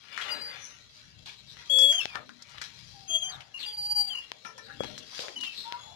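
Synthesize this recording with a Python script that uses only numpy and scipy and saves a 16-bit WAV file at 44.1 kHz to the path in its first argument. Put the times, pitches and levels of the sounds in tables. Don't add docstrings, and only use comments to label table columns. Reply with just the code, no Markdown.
import sys
import numpy as np
from scipy import signal
from scipy.fft import rfft, irfft, next_fast_len
from scipy.io import wavfile
from scipy.ndimage import uniform_filter1d, minimum_filter1d

SR = 44100
rng = np.random.default_rng(int(sys.argv[2]) if len(sys.argv) > 2 else 0)


def undo_db(level):
    steps = np.asarray(level, float) / 20
    return 10 ** steps


def put_to_file(sound):
    columns = np.atleast_2d(sound).T
    safe = np.clip(columns, -1, 1)
    whole_steps = np.round(safe * 32767)
    wavfile.write(sys.argv[1], SR, whole_steps.astype(np.int16))


N = 262629
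TIME = np.arange(N) / SR
CONTROL_TIME = TIME[::64]

# (frequency [Hz], density [dB per Hz])
ENGINE_SPECTRUM = [(30, -26), (53, -7.5), (86, -6.5), (128, -0.5), (178, -8.5), (209, -18.5), (238, -14.5),
                   (260, -23), (340, -23.5), (570, -120)]
# (peak time [s], peak level [dB], fall [dB per s])
HUM_SWELLS = [
    (0.33, -65, 8),
    (1.21, -56.5, 124),
    (1.47, -62.5, 21),
    (2.19, -60, 152),
    (2.619, -59, 208),
    (2.83, -57.5, 27),
    (3.38, -59.5, 155),
    (3.882, -61.5, 45),
    (4.84, -55, 62),
    (5.9, -61, 27),
]
# (frequency [Hz], density [dB per Hz])
CLOTH_BED = [(250, -91), (500, -95), (1100, -99), (1800, -98), (3800, -85.5), (5500, -92.5)]
# (peak time [s], length [s], peak level [dB], centre [Hz])
STROKES = [(0.175, 0.36, -37, 2500), (0.282, 0.3, -32.5, 1820), (0.33, 0.33, -50, 604),
           (0.536, 0.35, -39.5, 2220), (0.972, 0.35, -49, 4400), (1.294, 0.1, -40.5, 3280),
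           (1.6, 0.2, -46, 2150), (1.606, 0.67, -46.5, 4250), (1.928, 0.22, -38, 4900),
           (2.025, 0.2, -37, 3260), (2.162, 0.081, -36, 1430), (2.188, 0.079, -41.5, 630),
           (2.4, 0.069, -53, 1740), (2.567, 0.57, -47, 2160), (2.64, 0.099, -37.5, 3750),
           (2.798, 0.68, -45.5, 5000), (3.082, 0.06, -50, 3800), (3.325, 0.35, -46.5, 1740),
           (3.63, 0.21, -46, 3030), (4.148, 0.36, -44, 2900), (4.51, 0.14, -56, 2520),
           (2.647, 0.12, -51, 5500), (4.67, 0.22, -59.5, 3800), (4.836, 0.094, -42, 1700),
           (4.876, 0.58, -43, 3650), (4.902, 0.3, -49, 445), (5.176, 0.33, -35.5, 4770),
           (5.24, 0.2, -44, 940), (5.56, 0.84, -46, 3500), (5.742, 0.29, -47, 1390)]
# (peak time [s], length [s], peak level [dB], centre [Hz])
CRACKLES = [(0.205, .25, -44, 1820), (1.932, .08, -38, 5100), (2.524, 0.11, -39, 4300),
            (2.552, .06, -50, 2400), (2.638, .1, -42, 3030), (3.333, .12, -46.5, 3800),
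            (3.61, .1, -47, 4100), (3.689, .1, -41, 3170), (4.856, .1, -47, 3220), (5.149, .1, -45, 1600),
            (5.17, .15, -42, 4300), (5.206, .08, -41, 2260), (5.259, .12, -47, 4300),
            (5.448, 0.096, -42, 3460), (2.17, .07, -40, 1350), (3.35, .1, -46, 1400), (3.6, .05, -40, 3400),
            (.1, .06, -46, 2500), (1.82, .08, -40, 4600)]
# (time [s], peak level [dB], ring [Hz], scratch level [dB], scratch t60 [s])
CLICKS = [
    (2.056, -25.5, 800, -38, .082),
    (2.615, -39, 1760, 10, 0.11),
    (4.318, -31, 1030, -34, 0.053),
    (4.845, -36, 496, 7, 0.052),
    (5.724, -30.5, 1050, -18, .08),
]
# (time [s], peak level [dB], ring [Hz], scratch level [dB], scratch t60 [s])
TAPS = [(1.57, -43, 1700, -10, 0.11), (5.283, -33.5, 2220, -2, 0.064), (5.436, -34.5, 3060, 4.5, 0.19),
        (1.925, -37, 1920, 2.5, 0.22), (2.156, -25.5, 1440, -7, 0.079), (2.293, -38, 1450, -1.5, 0.1),
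        (2.583, -35, 3300, -4, 0.03), (4.579, -45, 5200, 9.5, 0.045), (4.449, -44.5, 2700, 2, 0.18),
        (4.8355, -29, 847, 0, 0.047), (4.979, -35, 4900, 4, 0.088), (5.192, -32, 2500, 0, 0.04),
        (5.18, -40, 3700, 3, .03)]
# (time [s], peak level [dB], ring [Hz], scratch level [dB], scratch t60 [s])
KNOCKS = [(0.176, -37.5, 1680, 9.5, 0.33), (0.213, -36, 2960, 6, 0.3), (1.259, -47.5, 3500, 10, 0.42),
          (1.262, -54, 950, 5.5, 0.36), (1.787, -24.5, 4970, 2.5, 0.09), (1.81, -34.5, 4600, 4, 0.14),
          (2.4225, -34.5, 4800, 1.5, 0.048), (2.616, -30.5, 4800, 4, 0.062), (2.545, -44, 1200, 4, 0.054),
          (3.406, -41.5, 2580, 4.5, 0.095), (3.406, -49, 4370, 2.5, 0.066), (5.284, -41, 445, 0, 0.22),
          (1.922, -35.5, 5400, 5.5, 0.13), (3.301, -47, 1420, 3, 0.45), (3.596, -47.5, 2500, 5.5, 0.59),
          (4.8064, -28, 1320, -8, 0.063), (4.8066, -39, 240, 5, 0.15), (4.8062, -18.5, 537, -41, 0.049),
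          (5.193, -32, 520, -5, 0.36), (5.2, -36, 4100, 4.5, 0.4), (5.41, -32, 4630, 1.5, 0.051)]
# (time [s], length [s], first pitch [Hz], last pitch [Hz], peak level [dB])
GRATES = [
    (3.622, 0.053, 2850, 2760, -41),
    (0.28, 0.075, 2900, 2850, -40),
    (2.07, 0.097, 2550, 2250, -49),
    (5.44, 0.09, 3080, 3050, -43),
    (.205, .05, 3300, 3250, -41),
]
# (time [s], length [s], first pitch [Hz], last pitch [Hz], peak level [dB])
CHIRPS = [
    (0.335, 0.12, 4020, 4050, -47),
    (2.93, 0.24, 814, 743, -59),
    (3.535, 0.056, 2840, 2760, -37.5),
    (3.2, 0.061, 3900, 3950, -57),
    (4.787, 0.09, 3350, 3320, -43),
    (5.78, 0.33, 3394, 3460, -54),
    (5.8, .16, 6850, 6900, -60),
    (4.67, .12, 810, 790, -60),
]
# (time [s], length [s], first pitch [Hz], last pitch [Hz], peak level [dB])
SCRAPES = [
    (3.285, 0.052, 4780, 4370, -48.5),
    (3.31, 0.061, 3990, 3530, -44),
    (3.28, 0.12, 1870, 1190, -58),
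    (3.585, 0.059, 4555, 3925, -43),
    (3.6, .06, 3900, 2950, -39),
    (3.615, .05, 4300, 3400, -44.5),
    (3.665, 0.074, 3484, 3090, -44.5),
]
# (time [s], slip rate [Hz], level [dB])
WAVERING_SQUEALS = [
    [(0.29, 4779, -58), (0.32, 4796, -32.5), (0.332, 4777, -33.5), (0.35, 4774, -45), (0.37, 4780, -44),
     (0.384, 4810, -51), (0.41, 4770, -47)],
    [(0.4, 4770, -48), (0.41, 4790, -49), (0.42, 4760, -38), (0.496, 4770, -44), (0.558, 4757, -57),
     (0.57, 4760, -72)],
]
# (time [s], slip rate [Hz], level [dB])
LONG_SQUEALS = [
    [(1.69, 3250, -64), (1.699, 3280, -27), (1.706, 3340, -25.5), (1.745, 3374, -23), (1.82, 3358, -18.5),
     (1.848, 3359, -19.5), (1.884, 3325, -25), (1.908, 3305, -22.5), (1.926, 3270, -32)],
    [(5.63, 907, -95), (5.656, 910, -46), (5.69, 940, -43), (5.715, 950, -52), (5.748, 962, -38),
     (5.842, 1018, -74), (5.884, 884, -53), (5.95, 840, -74)],
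]
# (time [s], slip rate [Hz], level [dB])
BREAKING_SQUEAL = [(1.912, 3276, -32), (1.93, 3239, -29), (1.978, 3190, -32), (1.994, 3072, -30),
                   (2.002, 2895, -34), (2.012, 2670, -36), (2.032, 2660, -39.5), (2.06, 2690, -55)]
# (time [s], slip rate [Hz], level [dB])
THROBBING_SQUEALS = [
    [(3.072, 3151, -67), (3.08, 3200, -54), (3.11, 3229, -32), (3.13, 3227, -34.5), (3.158, 3249, -22.5),
     (3.198, 3265, -45)],
    [(3.188, 3275, -38), (3.194, 3285, -44), (3.204, 3208, -38), (3.216, 3271, -47), (3.228, 3224, -30.5),
     (3.248, 3140, -40), (3.266, 3144, -36.5), (3.312, 3180, -48), (3.325, 3180, -63)],
]
# (time [s], slip rate [Hz], level [dB])
REGRIPPING_SQUEALS = [
    [(3.645, 4677, -61), (3.663, 4756, -40.5), (3.689, 4740, -39), (3.717, 4754, -48), (3.751, 4744, -42.5),
     (3.765, 4779, -54), (3.772, 4769, -46)],
    [(3.762, 4777, -50), (3.788, 4738, -34), (3.818, 4702, -40), (3.868, 4727, -34.5), (3.884, 4730, -40.5),
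     (3.924, 4746, -30), (3.946, 4776, -44), (3.95, 4764, -38)],
    [(3.94, 4792, -44), (3.964, 4724, -28), (4.016, 4714, -25.5), (4.042, 4650, -41)],
    [(4.032, 4678, -40), (4.056, 4705, -33.5), (4.062, 4720, -44), (4.076, 4665, -34.5),
     (4.096, 4677, -36.5), (4.106, 4709, -57), (4.12, 4685, -45), (4.2, 4685, -62)],
]
# (time [s], slip rate [Hz], level [dB])
FALLING_SQUEAL = [(4.09, 3270, -62), (4.1, 3240, -40), (4.114, 3150, -35), (4.138, 2990, -38),
                  (4.156, 2870, -34), (4.168, 2830, -46), (4.182, 2850, -33), (4.2, 2810, -42),
                  (4.31, 2800, -68)]
# (time [s], slip rate [Hz], level [dB])
SAGGING_SQUEAL = [(5.355, 3010, -60), (5.366, 3000, -37), (5.385, 2960, -42), (5.398, 2950, -50),
                  (5.408, 2940, -39), (5.438, 2850, -37), (5.47, 2740, -42), (5.52, 2620, -48),
                  (5.56, 2600, -60)]
# (octave level [dB], left minus right at the start [dB], left minus right at the end [dB])
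SQUEAL_VOICES = [(-57.5, 21, 13), (-77, 13, 6), (-93, 8, 5), (-93, 8, 2), (-41.5, 10.5, 9.5),
                 (-44.5, 12.5, 6.5), (-95, 6, -1), (-100, 1.5, -1), (-91, 10, 6), (-94, 5, 5)]
# (peak time [s], length [s], peak level [dB], centre [Hz])
RUBS = [(0.37, 0.21, -58.5, 298), (2.28, 0.18, -57, 230), (4.55, 0.66, -66, 490), (4.345, 0.1, -66, 680),
        (4.83, 0.37, -57, 262), (3, 0.15, -76, 345), (5.38, 0.13, -55, 271), (3.3, 0.4, -59, 764),
        (5.9, 0.33, -59.5, 790), (0.644, 0.19, -49.5, 6010), (4.655, 0.095, -51, 4140),
        (5.58, 0.21, -43.5, 4040), (1.5, 0.091, -51.5, 3850), (3.1, 0.11, -69.5, 314),
        (1.032, 0.34, -68.5, 1620), (5.6, 0.38, -58, 5100), (2.9, 0.63, -61.5, 4700),
        (4.47, 0.085, -52, 5600), (4.59, 0.047, -54, 5550), (4.7, 0.12, -51, 1580),
        (0.45, 0.22, -59.5, 510), (3.6, 0.036, -42.5, 4100)]
# (time [s], peak level [dB])
RATTLES = [
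    (2.156, -34),
    (2.294, -59),
    (4.449, -35),
    (4.489, -42),
    (4.58, -40.5),
]
# (frequency [Hz], level [dB], t60 [s])
LATCH_MODES = [(1020, -5, .05), (1360, 0, .06), (1770, 0, .07), (2330, -6, .05)]

CLOTH_PAN_DB = 9.5


def rms1(x):
    return x / np.sqrt(np.mean(x ** 2, axis=-1, keepdims=True))


def band(x, lo_hz, hi_hz, order=2):
    return signal.sosfilt(signal.butter(order, [lo_hz, hi_hz], "band", fs=SR, output="sos"), x)


def low_pass(order, hz):
    return signal.butter(order, hz, fs=SR, output="sos")


def decay(t, t60):
    return np.exp(-np.log(1000) * t / t60)


def density_db(hz, spectrum, *ends):
    corner_hz, db = np.transpose(spectrum)
    return np.interp(np.log(hz), np.log(corner_hz), db, *ends)


def walk(rate):
    hold = int(SR / rate)
    steps = np.repeat(rng.standard_normal(N // hold + 1), hold)[:N]
    return 1.3 * uniform_filter1d(uniform_filter1d(steps, hold), hold)


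def ports(db, pan_db):
    return 2 * undo_db(db) / np.sqrt(1 + undo_db(2 * np.array([-pan_db, pan_db])))


def swells(base_db=-76, rise_db_per_s=83):
    s, peak_db, fall = np.transpose(HUM_SWELLS)[:, :, None]
    db = peak_db - np.maximum((s - CONTROL_TIME) * rise_db_per_s, (CONTROL_TIME - s) * fall)
    power = undo_db(2 * base_db) + np.sum(undo_db(2 * db), axis=0)
    return np.interp(TIME, CONTROL_TIME, 10 * np.log10(power))


def engine(pan_db=12.5, likeness=.7):
    hz = np.fft.rfftfreq(N, 1 / SR) + 1
    gain = undo_db(density_db(hz, ENGINE_SPECTRUM, -60, -90))
    left, other = rms1(irfft(rfft(rng.standard_normal((2, N))) * gain, N))
    right = likeness * left + np.sqrt(1 - likeness ** 2) * other
    return np.array([left, right]) * ports(swells(), pan_db + 0 * TIME)


def stroke(s, length, db, at, rise_share=.39, edge_db=-17):
    return db + edge_db * np.maximum((s - at) / rise_share, (at - s) / (1 - rise_share)) / length


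def rustle(grain_db=3.2, grains_per_s=1000, hiss=.8, edge_hz=6300, spread_octaves=.58, pan_swing_db=3.5):
    s, length, db, centre = np.transpose(STROKES)[:, :, None]
    power = undo_db(2 * stroke(s, length, db, CONTROL_TIME))
    caught = rng.random((2, N)) < grains_per_s / SR
    snap_size = undo_db(grain_db * np.minimum(rng.exponential(size=(2, N)), 3.5))
    snaps = caught * snap_size * rng.standard_normal((2, N))
    source = rms1(snaps) + hiss * rng.standard_normal((2, N))
    out = 0
    for hz in 210 * 2 ** np.arange(0, 5.1, .25):
        share = 0.3 * np.exp(-np.abs(np.log2(hz / centre) / spread_octaves) ** 1.19)
        bed = undo_db(2 * density_db(hz, CLOTH_BED)) * 0.13 * hz
        size = np.interp(TIME, CONTROL_TIME, np.sqrt(bed + np.sum(share * power, axis=0)))
        size = size * undo_db(1.6 * walk(30))
        out = out + size * rms1(band(source, hz * 2 ** -.125, hz * 2 ** .125))
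    pan_db = CLOTH_PAN_DB + pan_swing_db * walk(4.02)
    return signal.sosfilt(low_pass(10, edge_hz), out) * ports(0, pan_db)


def crackle(count=40, spread_octaves=.37, scatter_db=3.5, cycles=9):
    out, t = np.zeros((2, N + SR)), np.arange(512) / SR
    for s, length, db, centre_hz in CRACKLES:
        when, pitch, size, turn = rng.standard_normal((count, 4)).T[:, :, None]
        at = s + length * np.clip(when, -2, 2) / 2
        start = (np.abs(at) * SR).astype(int)
        hz = np.minimum(centre_hz * 2 ** (spread_octaves * pitch), 7000)
        swell = undo_db(scatter_db * np.minimum(size, 1.6)) * (1 - np.exp(-t * hz))
        tone = np.sin(2 * np.pi * hz * t + np.array([0 * turn, turn]))
        snap = swell * decay(t, cycles / hz) * tone
        for port, gain in enumerate(ports(db, CLOTH_PAN_DB)):
            np.add.at(out[port], start + np.arange(len(t)), gain * snap[port])
    return out[:, :N]


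def ticks(far_s=.0006, cycles=10, pan_db=13, pan_db_per_octave=3.5, broad=.3):
    out, t = np.zeros((2, N + 26000)), np.arange(16000) / SR
    u = t / .00006 - 3
    crack = -1.65 * u * np.exp(-u ** 2 / 2)
    kinds = (CLICKS, 10), (TAPS, 4.5), (KNOCKS, -41)
    hits = [(*row, crack_db) for rows, crack_db in kinds for row in rows]
    for s, db, hz, scratch_db, scratch_t60, crack_db in hits:
        grit = rng.standard_normal((2, len(t))) * undo_db(2.5 * rng.exponential(size=(2, len(t))))
        grit = rms1(band(grit, hz / 1.3, hz * 1.3)) + broad * rms1(band(grit, 900, 6300, order=4))
        ring = np.sin(2 * np.pi * hz * t) * decay(t, cycles / hz)
        scratch = undo_db(scratch_db) * grit / 3 * decay(t, scratch_t60)
        sides = ports(db, pan_db - pan_db_per_octave * np.log2(hz / 1000))
        touch = sides[:, None] * (ring + undo_db(crack_db) * crack + scratch)
        for port, hit in enumerate(touch):
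            i = int((s + port * far_s) * SR)
            out[port, i:i + len(t)] += hit
    return out[:, :N]


def catches(rows, grip_s=.0107, start_db=-43, slacken_db=-7.5):
    return [[(s, first_hz, db + start_db), (s + grip_s, first_hz, db), (s + length, last_hz, db + slacken_db)]
            for s, length, first_hz, last_hz, db in rows]


def hinge_sounds():
    squeals = LONG_SQUEALS + WAVERING_SQUEALS + THROBBING_SQUEALS + REGRIPPING_SQUEALS
    sounds = [(table, *voice, .012, 55) for table, voice in zip(squeals, SQUEAL_VOICES)]
    rough = (BREAKING_SQUEAL, -47, 9), (FALLING_SQUEAL, -67, 10.5), (SAGGING_SQUEAL, -61, 8)
    sounds += [(table, octave_db, pan_db, pan_db, .3, 70) for table, octave_db, pan_db in rough]
    for rows, rasp, width_hz in (CHIRPS, .1, 70), (GRATES, .3, 110), (SCRAPES, .65, 200):
        sounds += [(table, table[1][2] - 28.5, 8.5, 8.5, rasp, width_hz) for table in catches(rows)]
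    return sounds


def hinge(fade_s=.009):
    out = np.zeros((2, N))
    lag = np.array([0 * TIME, np.pi / 2 + .25 * walk(14)])
    flutter = undo_db(np.array([.6 * walk(60), 2.5 * walk(40)]))
    waver_hz = 5 * walk(90)
    chance = rng.standard_normal((2, N)) + 1j * rng.standard_normal((2, N))
    overtone = undo_db(3 * walk(45))
    for table, octave_db, pan_db, last_pan_db, rasp, width_hz in hinge_sounds():
        s, *columns = np.transpose(table)
        on = slice(int(s[0] * SR), int(s[-1] * SR))
        hz, db = (np.interp(TIME[on], s, c) for c in columns)
        phase = 2 * np.pi * np.cumsum(hz + waver_hz[on]) / SR + lag[:, on]
        contact = np.clip(np.minimum(TIME[on] - s[0], s[-1] - TIME[on]) / fade_s, 0, 1)
        slips = signal.sosfilt(low_pass(2, width_hz), chance[:, on])
        grip = np.sqrt(1 - rasp) + np.sqrt(rasp) * slips / slips.std()
        octave = undo_db(np.minimum(octave_db - db, 3)) * overtone[on] * np.exp(2j * phase)
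        tone = np.exp(1j * phase) + octave
        sides = ports(db, np.linspace(pan_db, last_pan_db, len(db)))
        out[:, on] += np.sqrt(2) * contact * flutter[:, on] * sides * (grip * tone).imag
    return out


def rubs(half_octaves=.2, grain_db=3):
    out = np.zeros((2, N))
    for s, length, db, hz in RUBS:
        on = slice(max(int((s - .3) * SR), 0), int((s + .5) * SR))
        at = TIME[on]
        grit = rng.standard_normal((2, SR)) * undo_db(grain_db * rng.exponential(size=(2, SR)))
        width = half_octaves * min(1, 2200 / hz)
        grit = rms1(band(grit, hz * 2 ** -width, hz * 2 ** width))
        out[:, on] += grit[:, :len(at)] * ports(stroke(s, length, db, at), CLOTH_PAN_DB + 0 * at)
    return out


def latch(chatter_s=.024, pan_db=19):
    out, t = np.zeros((2, N)), np.arange(SR // 4) / SR
    for s, db in RATTLES:
        chatter = rng.standard_normal((2, len(t))) * np.exp(-t / chatter_s)
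        body = sum(undo_db(mode_db + rng.standard_normal()) * np.sin(2 * np.pi * hz * t) * decay(t, t60)
                   for hz, mode_db, t60 in LATCH_MODES)
        rung = signal.fftconvolve(chatter, body[None], axes=1)[:, :len(t)]
        rung = rung / np.abs(rung).max(axis=1, keepdims=True)
        i = int(s * SR)
        out[:, i:i + len(t)] += ports(db, pan_db)[:, None] * rung
    return out


def yard(x, heard, t60, db):
    t = np.arange(SR // 2) / SR
    echo = rng.standard_normal((2, len(t))) * decay(t, t60) * (t > .004)
    echo /= np.sqrt(np.sum(echo ** 2, axis=1, keepdims=True))
    return x + undo_db(db) * signal.fftconvolve(heard, echo, axes=1)[:, :N]


def scene():
    cloth = rustle() + crackle() + undo_db(3) * rubs()
    gate = ticks() + hinge() + latch()
    gate_in_yard = yard(band(gate, 70, 20000), gate[:1], t60=.4, db=-21)
    cloth_nearby = yard(cloth, cloth, t60=.15, db=-3) * .8
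    return gate_in_yard + cloth_nearby + engine()


def nearest_sample(dry, sensed_per_s=SR + 3889):
    size = next_fast_len(N + 2048)
    padded = np.pad(dry, ((0, 0), (0, size - N)))
    sensed = signal.resample(padded, round(size * sensed_per_s / SR), axis=1)
    nearest = np.round(np.arange(N) * sensed.shape[1] / size).astype(int)
    return sensed[:, nearest]


def thin_hiss(x, under_db=-20, left_db=-24):
    hz, _, bins = signal.stft(x, SR, nperseg=1024)
    size = np.abs(bins)
    strongest = -minimum_filter1d(-size, size=33, axis=1, origin=9)
    faint = (size < undo_db(under_db) * strongest) & (hz[:, None] > 3000)
    faint &= size < 2.8 * uniform_filter1d(size, size=17, axis=1)
    return signal.istft(bins * np.where(faint, undo_db(left_db), 1), SR, nperseg=1024)[1][:, :N]


def roll_off(x):
    return signal.sosfilt(signal.butter(12, 14310, fs=SR, output="sos"), x)


def record(dry):
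    cut = signal.sosfiltfilt(low_pass(24, 13150), nearest_sample(dry))
    return roll_off(thin_hiss(cut))


dry = scene()
out = record(dry)
put_to_file(out)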